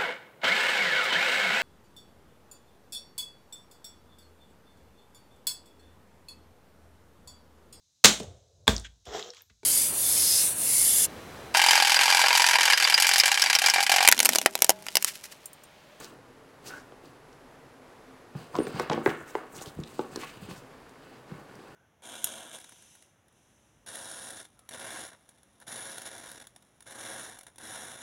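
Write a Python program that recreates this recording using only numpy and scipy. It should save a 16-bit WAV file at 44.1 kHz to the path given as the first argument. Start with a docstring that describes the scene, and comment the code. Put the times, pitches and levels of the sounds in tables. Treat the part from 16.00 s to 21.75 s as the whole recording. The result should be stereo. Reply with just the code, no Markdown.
"""A cat plays in an open cardboard box on a carpet, two metres from a small stereo microphone.
Fur rubs along the paper and a leg slides back through a hole in the wall, whose rim sings. From 2.3 s
paws knock the walls, claws tick, its weight thuds on the floor panel and the metal collar tag tinkles
once. After 3.4 s the knocks and rubs are lighter, then thin out. Throughout, a furnished room answers
over its steady ventilation hum and a thin electrical whine."""
import sys
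import numpy as np
from scipy import signal
from scipy.fft import rfft, irfft
from scipy.io import wavfile
from scipy.ndimage import uniform_filter1d

SR = 44100
rng = np.random.default_rng(int(sys.argv[2]) if len(sys.argv) > 2 else 0)


def put_to_file(sound):
    """Save the sound as 16-bit audio at rate SR, in the file named by the first command-line argument."""
    columns = np.atleast_2d(sound).T  # one column per channel
    safe = np.clip(columns, -1, 1)
    whole_steps = np.round(safe * 32767)
    wavfile.write(sys.argv[1], SR, whole_steps.astype(np.int16))


N = 253575
T = np.arange(N) / SR

# long walls, stiff edges, corrugation: pitch_hz, level_db, base_t60_s
WALL_MODES = [(242.3, -23, 0.7), (298.4, -14.5, 0.16), (342.4, -8.5, 0.15), (392, -3.5, 0.075),
              (447.7, 2.5, 0.059), (540, -67, 0.062)]
EDGE_MODES = [(600, -4, 0.12), (685, -3, 0.079), (784, 8.5, 0.081), (908, 10.5, 0.042), (1001, 4.5, 0.08),
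              (1106, 5, 0.14), (1171, 14.5, 0.022), (1260, -31.5, 0.0099), (1273, -10.5, 0.032)]
RIB_MODES = [(1330, -5, 0.11), (1488, 13, 0.039), (1800, -39, 0.011), (1735, 23.5, 0.0093),
             (1980, -11, 0.0037), (2156, 7, 0.046), (2620, 8, 0.015)]
# paw blows: start_s, wall_db, wall_favour_hz, edge_db, edge_favour_hz, rib_db, t60_scale
KNOCKS = [(0.922, -42, 480, -40.5, 816, -58, 0.69), (2.351, -38, 244, -38.5, 708, -42.5, 1),
          (2.545, -31.5, 450, -28.5, 1250, -41, 1), (2.553, -56, 498, -19.5, 940, -28.5, 1),
          (2.565, -33, 509, -49, 837, -42, 1), (2.587, -13, 327, -27, 790, -35, .84),
          (2.603, -15.5, 310, -47, 1200, -33, 0.64), (2.669, -27, 490, -38, 686, -32, 1),
          (2.797, -23.5, 500, -17, 1190, -18.5, 0.64), (2.805, -22.5, 431, -26.5, 1240, -34, 0.67),
          (2.899, -28, 600, -16, 800, -23, 0.24), (2.91, -22, 246, -23, 900, -40, 0.38),
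          (2.916, -53, 473, -17.5, 655, -21, 0.31), (2.923, -27, 546, -23, 651, -32, 0.94),
          (2.933, -28, 231, -30, 1330, -23.5, 0.23), (2.942, -22.5, 256, -27, 805, -25, 0.68),
          (2.977, -21, 314, -22, 646, -53, 1), (3.061, -11, 477, -17, 630, -12.5, 1),
          (3.075, -48, 345, -16.5, 720, -19.5, 0.49), (3.094, -49, 343, -43, 660, -25, 1),
          (3.352, -20, 494, -17.5, 716, -24, 0.71), (3.614, -41, 238, -36.5, 850, -55, 0.71),
          (3.659, -38.5, 368, -63, 681, -56, 1), (3.788, -30, 240, -52, 751, -54, 0.74),
          (3.8, -39, 240, -57, 807, -55, .52), (3.992, -18, 373, -22, 890, -32, 1),
          (4.047, -38, 340, -37, 670, -45, 0.71), (4.159, -29.5, 243, -31.5, 1220, -33.5, .9),
          (4.173, -28.5, 375, -59, 791, -42, 0.78), (4.222, -42, 261, -47, 945, -45, 0.6),
          (4.233, -57, 269, -31, 1270, -37, 1), (4.369, -46, 249, -59, 759, -60, .9),
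          (4.486, -37, 388, -53, 708, -48, .79), (4.51, -56, 471, -37.5, 1160, -37, 1),
          (5.315, -38, 479, -45, 1320, -45, 1)]

def paw_knocks():
    """Every blow rings the parts of the box in its own proportion."""
    out = np.zeros(N)
    for start_s, wall_db, wall_hz, edge_db, edge_hz, rib_db, t60_scale in KNOCKS:
        add(out, start_s, undb(wall_db) * ring(WALL_MODES, wall_hz, t60_scale, detune=0.037))
        add(out, start_s, undb(edge_db) * ring(EDGE_MODES, edge_hz, t60_scale, detune=0.06))
        add(out, start_s, undb(rib_db) * ring(RIB_MODES, 1580, t60_scale, detune=0.056))
    return out


# floor panel of the box: pitch_hz, level_db, base_t60_s
PANEL_MODES = [(93.5, -4, 0.16), (134, -1, 0.21), (155, 7.5, 0.099), (154.4, 4, 0.27), (190.7, 18, 0.089)]
# landings: start_s, peak_db, favour_hz
THUDS = [(0.66, -50, 122), (2.35, -30.5, 163), (2.357, -33, 157), (2.552, -35.5, 170), (2.587, -30.5, 199),
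         (2.67, -38, 216), (2.743, -29, 130), (2.898, -28.5, 173), (2.938, -34, 208), (3.075, -28, 139),
         (3.093, -37, 212), (3.213, -48.5, 109), (3.582, -43.5, 105), (3.671, -43, 100),
         (3.769, -36.5, 136), (3.789, -31.5, 208), (3.992, -36.5, 200), (4.173, -47, 213), (4.37, -46, 151),
         (4.423, -40.5, 217), (4.486, -39, 161), (4.51, -34, 167), (5.317, -32, 189), (5.555, -47, 171)]

def panel_thuds():
    """The cat's weight thuds on the floor panel."""
    out = np.zeros(N)
    for start_s, peak_db, favour_hz in THUDS:
        add(out, start_s, undb(peak_db) * ring(PANEL_MODES, favour_hz, t60_scale=1.1, detune=0.063))
    return out


# floor under the box: pitch_hz, level_db, base_t60_s
FLOOR_MODES = [(58, -7, 0.073), (81, 11, .08)]
# heavy steps: start_s, peak_db
STEPS = [(2.587, -46), (2.745, -61), (3.665, -50), (3.767, -42), (3.787, -40), (4.515, -64)]

def floor_booms():
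    """Heavy steps boom through the floor."""
    out = np.zeros(N)
    for start_s, peak_db in STEPS:
        add(out, start_s, undb(peak_db) * ring(FLOOR_MODES, detune=0.05))
    return out


# claw contacts: start_s, peak_db, pitch_hz
TICKS = [(0.661, -49, 5430), (0.921, -49.5, 2830), (1.056, -47.5, 3990), (1.329, -48, 4330),
         (2.553, -33.5, 2700), (2.564, -33, 5560), (2.586, -33, 2750), (2.669, -34.5, 2940),
         (2.797, -27, 5730), (2.898, -24, 2900), (2.919, -32, 3230), (2.925, -31, 2900), (2.931, -26, 2920),
         (3.06, -28.5, 2730), (3.094, -33, 2880), (3.352, -36.5, 3020), (3.581, -40, 7080),
         (3.611, -37, 3640), (3.622, -42, 6700), (3.659, -34, 3940), (3.672, -42, 3130), (3.801, -47, 5800),
         (3.836, -34, 3400), (3.847, -46, 3420), (3.875, -45, 3300), (3.993, -35.5, 2860),
         (4.159, -24.5, 4680), (4.221, -41.5, 3240), (4.51, -51, 3420), (4.893, -48, 6100),
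         (5.554, -46, 5690)]

def claw_ticks():
    """Claw tips skip over the paper, each a short noisy scratch around one pitch."""
    out, t = np.zeros(N), T[:SR // 10]
    for start_s, peak_db, pitch_hz in TICKS:
        burst = rng.standard_normal(len(t)) * undb(-30 * t / 0.0092)
        tick = butterworth(resonate(burst, pitch_hz, q=2.1), [2200, min(2.53 * pitch_hz, 0.4 * SR)])
        add(out, start_s, undb(peak_db) * tick / np.abs(tick).max())
    return out


# fur or claw along the paper: start_s, top_rms_db, centre_hz, length_s
STROKES = [(0.003, -49, 4950, 0.079), (0.03, -66, 2780, 0.023), (0.644, -44.5, 5470, 0.073),
           (0.67, -59.5, 5500, 0.2), (2.903, -47, 2390, 0.02), (2.924, -53, 3000, 0.055),
           (3.091, -41, 2200, 0.025), (3.258, -56.5, 6600, 0.077), (3.538, -48, 6200, 0.052),
           (3.563, -50.5, 3120, 0.054), (3.603, -45, 6850, 0.047), (3.646, -51.5, 4100, 0.072),
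           (3.999, -53.5, 2900, 0.027), (4.192, -46, 2800, 0.034), (4.209, -42, 2330, 0.052),
           (4.241, -50.5, 2320, 0.087), (4.482, -53, 4260, 0.061), (4.543, -56.5, 5500, 0.069)]

def strokes():
    """Each stroke swells and fades, a grainy hiss around its own pitch."""
    out, slips = np.zeros(N), grains(rate_per_s=6000, spread_db=1.9)
    for start_s, top_rms_db, centre_hz, length_s in STROKES:
        swell = np.hanning(int(length_s * SR))
        hiss = resonate(slips[int(start_s * SR):][:len(swell)], centre_hz, q=2.2)
        add(out, start_s, undb(top_rms_db) * swell * unit(hiss))
    return out


# fur on paper: freq_hz, density_db
FUR_SPECTRUM = [(1180, 23.5), (2000, 7), (2600, 25.5), (3300, 19), (4900, 20.5), (6590, -3), (12200, -18),
                (16000, -13)]
CRINKLE_BANDS_HZ = [1500, 3300, 5600, 8200, 11000, 14500]  # centre_hz

def fur_hiss(flicker_db=1.6):
    """Slipping hairs hiss in six separately flickering bands; returns the dull and bright halves."""
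    hiss = unit(colour(grains(rate_per_s=12000, spread_db=1.5), FUR_SPECTRUM))
    flicker = unit(uniform_filter1d(slow_noise((6, N), SR // 30), SR // 60))
    bins_hz = np.fft.rfftfreq(N, 1 / SR)
    shares = [np.interp(bins_hz, CRINKLE_BANDS_HZ, band) for band in np.eye(6)]
    bands = undb(flicker_db * flicker) * irfft(rfft(hiss) * shares, N)
    contact = slow_noise((2, N), SR // 100)  # comes and goes many times a second
    dull = bands[:3].sum(0) * undb(0.52 * contact[0])
    bright = bands[3:].sum(0) * undb(2.1 * contact[1])
    return unit(dull), unit(bright)


# body along the box: start_s, hold_s, fur_db, bright_offset_db, box_db, step_per_part_db, panel_db
RUBS = [(0.005, 0.018, -52, 0.5, -51, -1, -64), (0.106, 0.023, -68, -15, -58.5, -3, -63),
        (0.2, 0.46, -81, -12, -78, -2, -70), (0.66, 0.022, -52, -0.5, -48.5, -5, -62),
        (0.706, 0.046, -68, 3, -55, 0.5, -71), (1.046, 0.034, -63.5, -4.5, -57.5, -14, -63.5),
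        (1.134, .02, -73, -8, -61, -7, -70), (2.374, 0.042, -54.5, -6, -59.5, 0, -53),
        (2.542, 0.16, -55, -4, -46, -5.5, -59), (2.756, 0.053, -45, -10.5, -41.5, -1.5, -49),
        (2.924, 0.063, -57.5, -4, -39, -19, -47), (3.063, 0.017, -55, 5.5, -44, -18, -62),
        (3.211, 0.0084, -69, 8, -53, 0.5, -58), (3.276, 0.093, -60, 0.5, -63, 3, -68),
        (3.534, 0.14, -66.5, 11.5, -52, -2.5, -61), (3.777, 0.027, -64.5, -2, -55, -5.5, -50.5),
        (3.876, 0.16, -58.5, -0.5, -56, -6.5, -62), (4.124, 0.036, -54.5, -3, -56, -1, -51),
        (4.194, 0.042, -56.5, 1, -53, 0.7, -58), (4.297, 0.058, -57, -4.5, -68, 4, -61),
        (4.42, 0.031, -56, -5, -55, -3, -49), (4.499, 0.014, -52, -3, -51, -2.5, -57),
        (4.557, 0.021, -66, 3, -73, 5, -58), (4.724, 0.26, -68, -7, -69.5, 2, -65),
        (5.024, 0.15, -63, -7, -59.5, -1.5, -70), (5.285, 0.12, -62.5, -6.5, -54, -3, -57),
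        (5.494, 0.23, -63.5, -6, -56, -2.5, -62)]

def rubbing(shudder_offset_db=-27.5):
    """Rubs hiss in the air and rumble through the box; loose flaps shudder after each knock."""
    start_s, hold_s, fur_db, bright_offset_db, box_db, step_per_part_db, panel_db = np.transpose(RUBS)
    dull, bright = fur_hiss()
    out = envelope(start_s, hold_s, fur_db) * dull
    out += envelope(start_s, hold_s, fur_db + bright_offset_db) * bright
    out += envelope(start_s, hold_s, panel_db) * rumble(PANEL_MODES)
    knock_s, wall_db, _, edge_db, _, rib_db, _ = np.transpose(KNOCKS)
    parts = [(WALL_MODES, wall_db), (EDGE_MODES, edge_db), (RIB_MODES, rib_db)]
    for part, (modes, knock_db) in enumerate(parts):
        rub = envelope(start_s, hold_s, box_db + part * step_per_part_db)
        shudder = envelope(knock_s + 0.031, 0, knock_db + shudder_offset_db, fall_db_per_s=110.5)
        out += np.hypot(rub, shudder) * rumble(modes)
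    return out


def rumble(modes):
    """Dense slips keep one part of the box ringing, rms 1."""
    return unit(signal.fftconvolve(grains(rate_per_s=1500, spread_db=1.1), ring(modes))[:N])


# rim of the hole: time_s, pitch_hz, level_db
RIM_CURVE = [(0.69, 1488, -59), (0.702, 1454, -56), (0.73, 1470, -47), (0.78, 1504, -49.5),
             (0.82, 1540, -87)]

def hole_rim():
    """A sliding leg makes the rim sing: narrow noise around a gliding pitch."""
    time_s, pitch_hz, level_db = np.transpose(RIM_CURVE)
    flutter = slow_noise((2, N), SR // 260)
    phase = 2 * np.pi * np.cumsum(glide(time_s, pitch_hz, rest=1500)) / SR
    gain = undb(glide(time_s, level_db, rest=-100))
    return gain * (flutter[0] * np.cos(phase) + flutter[1] * np.sin(phase))


# metal disc: pitch_hz, level_db, base_t60_s
TAG_MODES = [(8910, 7, 0.16), (10330, 0, .1), (11800, -7, .1)]
# tag contacts: start_s, peak_db
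TAG_TOUCHES = [(2.5926, -44), (2.605, -47), (2.6313, -42.5), (2.6776, -51)]

def collar_tag():
    """Four quick touches ring the small disc in one high tinkle."""
    out = np.zeros(N)
    for start_s, peak_db in TAG_TOUCHES:
        add(out, start_s, undb(peak_db) * ring(TAG_MODES, detune=0.00081))
    return out


# reverberation per band: band_hz, t60_s
ROOM_DECAY = [(100, 0.2), (500, 0.27), (2000, 0.32), (8000, 0.047)]

def room(direct, tail_db=-13.5, onset_s=0.0011):
    """Direct sound plus a diffuse tail that loses its treble first."""
    t, noise, tail = T[:SR // 2], rng.standard_normal(SR // 2), 0
    edges_hz = [20, 250, 1000, 4000, 20000]
    for (_, t60_s), low_hz, high_hz in zip(ROOM_DECAY, edges_hz, edges_hz[1:]):
        tail += undb(-60 * t / t60_s) * butterworth(noise, [low_hz, high_hz])
    tail *= np.minimum(t / onset_s, 1) ** 2
    return direct + undb(tail_db) * reflect(direct, tail)


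# ventilation noise: freq_hz, density_db
HUM_SPECTRUM = [(13, -28), (22, -5.5), (100, -14.5), (132, -13), (179, -13), (263, -7.5), (302, -6),
                (585, -7.5), (861, -8), (1070, -9.5), (1760, -14), (2820, -21.5), (9480, -32.5),
                (11200, -34), (16000, -41.5)]
# room resonances: centre_hz, width_hz, gain_db
HUM_PEAKS = [(128.3, 29, 11.5), (260, 14, 9), (463, 107, 4.5)]

def ventilation(level_db=-53, swell_db=0.6):
    """Steady hum, swelling slightly; independent noise for mid and side."""
    hum = colour(rng.standard_normal((2, N)), HUM_SPECTRUM)
    for centre_hz, width_hz, gain_db in HUM_PEAKS:
        hum += (undb(gain_db) - 1) * resonate(hum, centre_hz, q=centre_hz / width_hz)
    return undb(level_db + swell_db * slow_noise(N, SR // 3)) * unit(hum)


def whine(pitch_hz=11040, rms_db=-80):
    """A thin electrical tone."""
    return undb(rms_db) * np.sqrt(2) * np.sin(2 * np.pi * pitch_hz * T)


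def ring(modes, favour_hz=None, t60_scale=0.69, detune=0):
    """One blow's decaying modes, peak 1; the spot struck favours those near one pitch."""
    pitch_hz, level_db, base_t60_s = np.transpose(modes)[:, :, None]
    level_jitter, pitch_jitter = rng.standard_normal((2, len(modes), 1))
    if favour_hz:
        level_db = level_db - 22 * np.log2(pitch_hz / favour_hz) ** 2 + 2 * level_jitter
    t = T[:SR // 3]
    decay = undb(level_db - 60 * t / (base_t60_s * t60_scale))
    tone = (decay * np.sin(2 * np.pi * pitch_hz * (1 + detune * pitch_jitter) * t)).sum(0)
    # a padded paw pushes for a fraction of a cycle; a small box radiates little below its modes
    push = np.hanning(int(0.45 * SR / pitch_hz.mean()) + 3)
    cutoff_hz = max(0.83 * pitch_hz.min(), 0.62 * (favour_hz or 0))
    blow = butterworth(np.convolve(tone, push), cutoff_hz, "high", order=4)
    return blow / np.abs(blow).max()


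def grains(rate_per_s, spread_db):
    """Dense little slips of uneven size, rms 1."""
    slips = (rng.random(N) < rate_per_s / SR) * rng.standard_normal(N)
    return unit(slips * undb(spread_db * rng.exponential(size=N)))


def envelope(start_s, hold_s, level_db, rise_db_per_s=442, fall_db_per_s=159):
    """Gain of events that rise until start_s, hold and fall, summed in power."""
    start_s, hold_s, level_db = (np.reshape(v, (-1, 1)) for v in (start_s, hold_s, level_db))
    t = T[::64]
    rise_db = rise_db_per_s * np.maximum(start_s - t, 0)
    fall_db = fall_db_per_s * np.maximum(t - start_s - hold_s, 0)
    return np.interp(T, t, np.linalg.norm(undb(level_db - rise_db - fall_db), axis=0))


def glide(time_s, values, rest):
    return uniform_filter1d(np.interp(T, time_s, values, left=rest, right=rest), SR // 100)


def slow_noise(shape, window_samples):
    return unit(uniform_filter1d(rng.standard_normal(shape), window_samples))


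def colour(x, curve):
    freq_hz, gain_db = np.transpose(curve)
    bins_hz = np.maximum(np.fft.rfftfreq(x.shape[-1], 1 / SR), 1)
    return irfft(rfft(x) * undb(np.interp(np.log(bins_hz), np.log(freq_hz), gain_db)), x.shape[-1])


def butterworth(x, cutoff_hz, kind="band", order=2):
    return signal.sosfilt(signal.butter(order, cutoff_hz, kind, fs=SR, output="sos"), x)


def resonate(x, centre_hz, q):
    return signal.lfilter(*signal.iirpeak(centre_hz, q, SR), x)


def reflect(x, response):
    return signal.fftconvolve(x, response / np.linalg.norm(response))[:N]


def add(out, start_s, x):
    i = int(start_s * SR)
    out[i:i + len(x)] += x[:N - i]


def undb(db):
    return 10 ** (np.asarray(db) / 20)


def unit(x):
    return x / np.sqrt(np.mean(x ** 2, -1, keepdims=True))


# stereo width at two close ports: freq_hz, side_minus_mid_db
HUM_WIDTH = [(60, -10), (110, -12), (200, -12), (380, -14), (700, -13), (1290, -11), (2380, -8), (4400, -5),
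             (8120, -3), (15000, -2)]
CAT_WIDTH = [(60, -19), (250, -27), (500, -22), (1000, -20), (2000, -13), (4000, -8), (8000, -3),
             (15000, -1)]

def scene():
    """Cat and background, left and right; the side hears the cat through scattered early reflections."""
    hum_mid, hum_side = ventilation()
    impacts = paw_knocks() + panel_thuds() + floor_booms() + claw_ticks()
    cat = room(impacts + strokes() + rubbing() + hole_rim() + collar_tag())
    scatter = rng.standard_normal(4000) * undb(-60 * T[:4000] / 0.16)
    side = colour(hum_side, HUM_WIDTH) + colour(reflect(cat, scatter), CAT_WIDTH)
    mid = hum_mid + cat + whine()
    return np.array([mid + side, mid - side])


# capsule balance: freq_hz, left_minus_right_db
BALANCE = [(60, -0.5), (110, -1.0), (200, -0.5), (380, -1.0), (700, -1.0), (1290, -1.5), (2380, 0.5),
           (4400, -0.5), (8120, 3), (15000, 3)]
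LOWPASS_HZ = 15850

def record(dry):
    """The two capsules differ in colour; the top is cut."""
    pair = [colour(x, [(hz, sign * db / 2) for hz, db in BALANCE]) for x, sign in zip(dry, (1, -1))]
    return signal.sosfilt(signal.ellip(10, 0.2, 70, LOWPASS_HZ, fs=SR, output="sos"), pair)


dry = scene()
out = record(dry)
put_to_file(out)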